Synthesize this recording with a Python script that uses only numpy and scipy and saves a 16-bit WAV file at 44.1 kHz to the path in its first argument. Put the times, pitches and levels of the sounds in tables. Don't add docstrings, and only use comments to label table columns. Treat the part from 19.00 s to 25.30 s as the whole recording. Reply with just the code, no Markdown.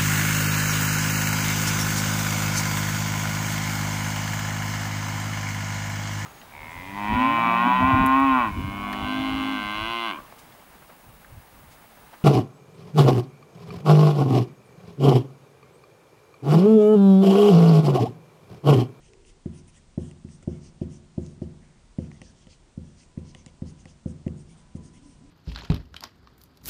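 import sys
import numpy as np
from scipy import signal
from scipy.fft import rfft, irfft
from scipy.io import wavfile
from scipy.ndimage import uniform_filter1d

SR = 44100
rng = np.random.default_rng(int(sys.argv[2]) if len(sys.argv) > 2 else 0)


def magnitude_from_level(level_db):
    exponent = np.asarray(level_db, float) / 20
    return 10 ** exponent


def transcribe(signal):
    frames = np.atleast_2d(signal).T
    limited = np.clip(frames, -1, 1)
    pcm = np.round(limited * 32767).astype(np.int16)
    wavfile.write(sys.argv[1], SR, pcm)


N = 277945
TIME = np.arange(N) / SR


def level(x, db):
    return x * magnitude_from_level(db) / np.sqrt(np.mean(x ** 2))


def band(x, hz, width):
    return signal.lfilter(*signal.iirpeak(min(hz, 0.45 * SR), hz / width, SR), x)


def walk(rate):
    hold = int(SR / rate)
    steps = np.repeat(rng.standard_normal(N // hold + 1), hold)
    return 1.6 * uniform_filter1d(uniform_filter1d(steps, hold), hold)[:N]


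def ring(modes, t):
    out = 0
    for hz, db, t60, side in modes:
        decay = 1000 ** (-t / max(t60, 0.004))
        out = out + np.sign(side) * magnitude_from_level(db) * np.sin(2 * np.pi * hz * t) * decay
    return out


def add(out, s, sound):
    i = int(s * SR)
    out[i:i + len(sound)] += sound[:N - i]


def complex_noise(n):
    return np.array([1, 1j]) @ rng.standard_normal((2, n))


def rub(slips, hz, width):
    slow = signal.sosfilt(signal.butter(2, width / 2, fs=SR, output="sos"), slips)
    phase = 2 * np.pi * np.cumsum(hz + 0 * slips.real) / SR
    return level(np.real(slow * np.exp(1j * phase)), 0)


def gate(s, length, fade):
    return np.clip(np.minimum(TIME - s + fade, s + length + fade - TIME) / fade, 0, 1)


def taps():
    # start in seconds, peak in dB, stiff modes in dB,
    # high modes in dB, slap in dB.
    landings = [(0.4577, -20.5, 5.5, -1.5, 3.5), (0.9761, -16.5, 5.5, 4.5, 3.5),
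                (1.2461, -27.5, 2.5, -7, -12), (1.4264, -46, 8, 13.5, -5), (1.4746, -16, 6.5, 3.5, -0.5),
                (1.814, -17.5, 7, 3, 0.5), (2.1777, -16.5, 6.5, 4, 0), (2.376, -38, -4, 2, 0),
                (2.4171, -20, 7, 4, 1), (2.9847, -17, 0, 7.5, 4.5), (3.2161, -38, 2.5, 15, 7),
                (3.4687, -42.5, -1, 17, 5), (3.7753, -23.5, -5, 2, -3.5), (4.174, -21.5, -1, 2.5, -4),
                (4.3496, -42.5, 2, 17, -3), (4.4643, -38.5, -11, 13, 4), (4.6196, -20.5, -2.5, 4, -5),
                (4.855, -39.5, 1, 15, 4), (5.0578, -18, -0.5, 6.5, -3), (5.2642, -16, 3, 5, -1),
                (5.75, -24.5, -1.5, 2.5, -6)]
    # frequency in Hz, level in dB, t60 in seconds,
    # sign of the mode at the listening point.
    panel = [(66.6, -34.5, 0.51, 1), (75.96, -19.5, 0.4, -1), (84.64, -22.5, 0.74, 1),
             (91.1, -17.5, 0.23, 1), (94.2, -32, 1, 1), (110.4, -18, 0.24, 1), (120.3, -30.5, 0.71, 1),
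             (140.7, -29, 0.88, 1), (145.3, -3, 0.064, 1), (145.1, -21.5, 0.82, -1), (160.9, -25, 0.73, 1),
             (163.26, -20.5, 0.51, -1), (166.2, -26.5, 0.89, -1), (175, -24.5, 0.26, 1),
             (182.6, -25.5, 0.59, -1), (215, -28, 0.74, -1), (226.6, -21, 0.31, 1), (226.7, -2, 0.05, -1),
             (232.7, -35, 1, 1), (233.2, -29, 0.75, -1), (258.3, -26.5, 0.52, -1), (346.5, -16, 0.12, 1),
             (357, -30, 0.66, 1), (382, -19, 0.068, -1)]
    # frequency in Hz, level in dB, t60 in seconds, sign.
    panel_high = [(503, -29, 0.24, 1), (530.6, -23.5, 0.082, -1), (459, -34, 0.055, 1),
                  (613.4, -24, 0.039, -1), (657, -49, 0.64, 1), (699, -33, 0.064, 1),
                  (765, -36.5, 0.072, -1), (960, -32.5, 0.062, 1), (1120, -44, .025, -1)]
    # frequency in Hz, level in dB, t60 in seconds, sign.
    air_slap = (290, -7, .016, -1)
    # frequency in Hz,
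    # level in dB, t60 in seconds, sign.
    sway = (44, -27, .2, 0)
    # frequency in Hz, t60 in seconds, level in dB.
    room = [(103, 0.41, -28.5), (199, 0.6, -24.5), (430, 0.13, -63), (640, 0.34, -47.5),
            (1000, 0.18, -52.5)]
    contact_s, build_s = 0.0017, 0.044
    firm_db, deep_per_db, middle_db, middle_per_db = -16.5, -0.2, 2.04, 0.12

    t = TIME[:SR // 2 + SR // 4]
    push = np.hanning(int(contact_s * SR) + 2)
    push = push / push.sum()

    def struck(modes):
        return np.convolve(ring(modes, t), push)[:len(t)]

    thud = [m for m in panel if m[2] < 0.06]
    ringing = [m for m in panel if m not in thud]
    edges_hz = (0, 100, 200, 300, 1000)
    deep, body, middle, stiff = (struck([m for m in ringing if lo <= m[0] < hi])
                                 for lo, hi in zip(edges_hz, edges_hz[1:]))
    direct, high, crisp = struck(thud), struck(panel_high[:2]), struck(panel_high[2:])
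    slap = struck([air_slap])
    rocking = ring([sway], t)

    noise = rng.standard_normal((len(landings), len(t)))
    tails = 0
    for hz, t60, db in room:
        diffuse = level(band(band(noise, hz, hz), hz, hz), 0)
        tails = tails + magnitude_from_level(db) * 1000 ** (-t / t60) * diffuse
    tails = tails * (1 - np.exp(-t / build_s))

    out = np.zeros(N)
    for (s, db, stiff_db, high_db, slap_db), tail in zip(landings, tails):
        thump = direct + body + rocking + tail + magnitude_from_level(slap_db) * slap
        thump = thump + magnitude_from_level(deep_per_db * (db - firm_db)) * deep
        thump = thump + magnitude_from_level(middle_db + middle_per_db * stiff_db) * middle
        thump = thump + magnitude_from_level(stiff_db) * stiff + magnitude_from_level(high_db) * high
        thump = thump + magnitude_from_level(high_db + 1.3 * stiff_db) * crisp
        add(out, s, magnitude_from_level(db + 1.0) * thump)
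    return out


def felt():
    # middle in seconds, length
    # in seconds, hiss in dB, lower squeak band in dB.
    strokes = [(0.05, 0.071, -68.5, 1.5), (0.286, 0.045, -62, -3), (0.569, 0.06, -65.5, -1),
               (0.689, 0.026, -64.5, 0.5), (0.764, 0.044, -66, -2.5), (1.054, 0.1, -65, -4),
               (1.333, 0.071, -64.5, -7), (1.432, 0.018, -69, 4), (1.52, 0.17, -71, 1),
               (1.656, 0.073, -63, -7), (1.829, 0.027, -67, 3.5), (1.942, 0.074, -65, -6),
               (2.276, 0.12, -66.5, -16), (2.43, 0.029, -69.5, 0),
               (3.031, 0.07, -67.5, -3), (3.158, 0.057, -69, 0), (3.271, 0.086, -64.5, 0),
                  (3.402, 0.069, -67.5, -1.5), (3.524, 0.059, -64, -7), (3.89, 0.097, -70, -12),
                  (4.008, 0.071, -62.5, -9), (4.19, 0.017, -68.5, 3), (4.285, 0.054, -62.5, -7),
                  (4.391, 0.059, -68.5, 4), (4.48, 0.032, -68, 2), (4.687, 0.046, -63.5, -6),
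                  (4.799, 0.042, -69, -3), (4.899, 0.047, -64.5, -3), (5.098, 0.041, -65.5, -7),
                  (5.398, 0.046, -65, -22), (5.512, 0.064, -70.5, -2), (5.598, 0.047, -68, -1),
                  (5.768, 0.022, -65.5, -7), (5.863, 0.051, -64, -13), (5.964, 0.05, -67, 0),
                  (6.083, 0.13, -68, -7)]
    # time in seconds, lean from 0 to 1.
    pen_lean = [
        (0, .1),
        (1.4, .25),
        (1.6, .7),
        (2.3, .55),
        (3.0, .95),
        (4.4, .85),
        (4.9, .5),
        (5.15, .15),
        (6.3, .25),
    ]
    # offset in Hz, width in Hz, level in dB.
    nib_mid = [(-1000, 1800, -1), (0, 1200, -1), (900, 1900, -3)]
    # frequency in Hz, width in Hz, level in dB.
    nib_low = [(1976, 300, -5), (2968, 1200, 1)]
    # frequency in Hz, width in Hz, level in dB.
    nib_top = [(8410, 830, 0.011), (9230, 770, -0.35)]
    upright_hz, lean_hz, lean_top_db = 6540, 653, -12
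    speed_hz, narrowing, patchy_db = 400.6, 0.74, 2.5

    s, length, hiss_db, low_db = np.transpose(strokes)
    lean = np.interp(s, *np.transpose(pen_lean))
    nearest = np.searchsorted((s[1:] + s[:-1]) / 2, TIME)
    speed = np.exp(-np.abs((TIME - s[nearest]) / (0.61 * length[nearest])) ** 3.2)
    centre_hz = (upright_hz - lean_hz * lean)[nearest] + speed_hz * (speed - 0.8)
    groups = [(nib_mid, centre_hz, 0, -84),
              (nib_low, 0, low_db - 1.0, -84),
              (nib_top, 0, lean_top_db * lean + 0.37, -86)]
    out = 0
    for modes, shift_hz, db, rest_db in groups:
        nib = 0
        for hz, width, mode_db in modes:
            size_db = 1.6 * np.repeat(rng.exponential(size=N // 8 + 1), 8)[:N]
            slips = complex_noise(N) * magnitude_from_level(size_db)
            patches = magnitude_from_level(mode_db + patchy_db * walk(30))
            nib = nib + patches * rub(slips, hz + shift_hz + 130 * walk(12), narrowing * width)
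        stroke = magnitude_from_level(hiss_db + db + 0.5)[nearest] * speed
        rest = magnitude_from_level(rest_db + 2 * walk(9))
        out = out + level(nib, 0) * (stroke + rest)
    return out


def ticks():
    # start in seconds, barrel in dB, nib holder in dB, crack in dB,
    # nib holder frequency in Hz.
    mid_stroke = [(.1342, -56.5, -54, -70, 2600), (0.2497, -67, -57, -93, 2770),
                  (1.112, -56, -54.5, -67, 2770), (1.2872, -59, -60, -84, 2640),
                  (1.4263, -60, -68, -66.5, 2500), (2.2637, -88, -67, -63, 2600),
                  (3.1147, -46.5, -52.5, -73, 2440), (3.2163, -42.5, -45.5, -58, 2730),
                  (3.4691, -57, -55, -73, 3060), (4.033, -85, -55, -83, 2600),
                  (4.3482, -43.5, -44.5, -58.5, 2980), (4.462, -49.5, -58, -52, 2370),
                  (4.8552, -46, -53.5, -65.5, 2520), (5.279, -47, -48.5, -68.5, 2750)]
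    # start in seconds, level in dB.
    knocks = [
        (.4585, -56),
        (0.978, -56),
        (2.4175, -57.5),
        (2.9872, -51.5),
        (4.175, -55),
        (4.62, -54.5),
        (5.264, -52),
    ]
    # frequency in Hz, level in dB, t60 in seconds, sign.
    barrel = [(1916, -1.5, 0.011, 1), (2126, -10, 0.014, -1), (760, -13, 0.045, 1), (1124, -16, 0.027, -1)]
    # frequency in Hz, level in dB, t60 in seconds, sign.
    cap = (1350, -54.5, .035, 1)

    t = TIME[:SR // 20]
    out = np.zeros(N)
    add(out, 1.4263, ring([cap], t))
    rows = mid_stroke + [(s, db, db - 12, db - 28, 2600) for s, db in knocks]
    chance = rng.standard_normal((len(rows), 2, len(t)))
    for (s, barrel_db, holder_db, crack_db, hz), (slip, snap) in zip(rows, chance):
        holder = ring([(hz, 0, 0.014, 1), (0.863 * hz, -2, 0.009, -1), (1.17 * hz, -4, 0.008, -1),
                       (1.75 * hz, -9, 0.006, 1), (2.2 * hz, -12, 0.005, -1)], t)
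        rings = magnitude_from_level(barrel_db + 7) * ring(barrel, t) + magnitude_from_level(holder_db + 5.5) * holder
        onset = 1 - np.exp(-t / 0.00042)
        ragged = (1 + 0.41 * uniform_filter1d(slip, size=12)) * onset
        crack = band(snap * np.exp(-t / 0.00066), 7000, 5500)
        add(out, s, rings * ragged + magnitude_from_level(crack_db + 25.0) * crack)
    return out


def drag():
    # start in seconds, length in seconds, level in dB, centre in Hz, half width in Hz.
    slides = [(0.0, 0.14, -58.5, 160, 40), (0.103, .27, -57, 405, 50), (2.603, .22, -60, 160, 40.15),
              (2.633, 0.14, -68.5, 1950, 300), (3.265, 0.15, -56.5, 160, 40),
              (3.433, 0.16, -62.5, 160, 39.6), (5.502, 0.2, -60, 160, 39.6), (5.544, 0.15, -67, 1000, 493),
              (5.789, .16, -53, 269.5, 70), (5.901, 0.23, -53.5, 160, 39.6), (6.193, 0.1, -52, 160, 40)]
    sag_db, fade_s = -8, 0.034
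    out = np.zeros(N)
    for s, length, db, hz, width in slides:
        near = slice(max(int(s * SR) - SR // 10, 0), int((s + length) * SR) + SR // 10)
        sag = sag_db * np.clip((TIME - s) / length, 0, 1)
        shape = (gate(s, length, fade_s) * magnitude_from_level(db + sag))[near]
        out[near] += shape * rub(complex_noise(SR), hz, 2 * width)[:len(shape)]
    return out


def groan():
    # middle in seconds, length in seconds, level in dB, top pitch in Hz.
    leans = [
        (5.86, .14, -54, 250),
        (6.05, .12, -52.5, 283),
        (6.26, .11, -53, 281),
    ]
    rest_hz, width_hz = 232, 40
    middle, length, db, top_hz = np.transpose(leans)
    effort = np.array([np.exp(-((TIME - s) / (0.55 * long)) ** 2) for s, long in zip(middle, length)])
    pitch_hz = rest_hz + (top_hz - rest_hz) @ effort
    return magnitude_from_level(db) @ effort * rub(complex_noise(N), pitch_hz, width_hz)


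def room_tone():
    # frequency in Hz, density in dB per Hz.
    air = [(12, -30), (20, 3), (64, -1.5), (113, -7.5), (155, -8), (253, -10), (303, -16.5), (354, -12.5),
           (403, -17.5), (711, -20), (946, -22.5), (1630, -27.5), (4350, -30), (6090, -31), (9710, -27.5),
           (12600, -58), (21400, -120)]
    hz, db = np.transpose(air)
    grid = np.maximum(np.fft.rfftfreq(N, 1 / SR), 1)
    colour = level(magnitude_from_level(np.interp(np.log(grid), np.log(hz), db)), -56)
    out, swell = 0, walk(0.5)
    for centre in 24 * 2.0 ** np.arange(9):
        share = np.cos(np.pi / 2 * np.clip(np.log2(grid / centre), -1, 1))
        noise = irfft(rfft(rng.standard_normal(N)) * colour * share, N)
        unsteady = 1 / (1 + centre / 300)
        out = out + noise * magnitude_from_level(unsteady * (0.8 * swell + 2.2 * walk(6)))
    return out


def electrical_lines():
    # start in seconds, length in
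    # seconds, level in dB.
    tone_spells = [
        (4.104, 0.034, -70),
        (4.162, 0.11, -68.5),
        (4.333, .06, -66.5),
        (4.42, 0.38, -73.5),
        (5.6, 0.14, -71),
        (5.78, 0.04, -61),
        (5.855, 0.035, -67),
        (5.917, .07, -67),
        (6.04, 0.031, -65),
        (6.11, 0.21, -74),
    ]
    # frequency in Hz, level in dB.
    mains = [(24, -66), (49, -63.5), (948, -79.5), (1047, -85), (1147, -92.5), (1447, -86)]
    whine_hz, rest_db, fade_s = 1000, -85, 0.011
    spells = magnitude_from_level(rest_db + 4 * walk(2.9))
    for s, length, db in tone_spells:
        spells = spells + magnitude_from_level(db) * gate(s, length, fade_s)
    tone = np.sin(2 * np.pi * whine_hz * TIME + 0.88 * walk(3.6))
    whine = spells * magnitude_from_level(-1.5 + 0.59 * walk(18)) * tone
    hum = sum(magnitude_from_level(db + 1.2 * walk(1)) * np.sin(2 * np.pi * hz * TIME) for hz, db in mains)
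    return whine + hum


def scene():
    marker = taps() + felt() + ticks()
    writer = drag() + groan()
    return (marker + writer + room_tone() + electrical_lines())[None]


def top_cut(x):
    return signal.sosfilt(signal.butter(12, 9860, fs=SR, output="sos"), x)


def record(dry):
    cut = signal.sosfilt(signal.ellip(12, 0.2, 85, 9850, fs=SR, output="sos"), dry)
    return top_cut(cut)


dry = scene()
out = record(dry)
transcribe(out)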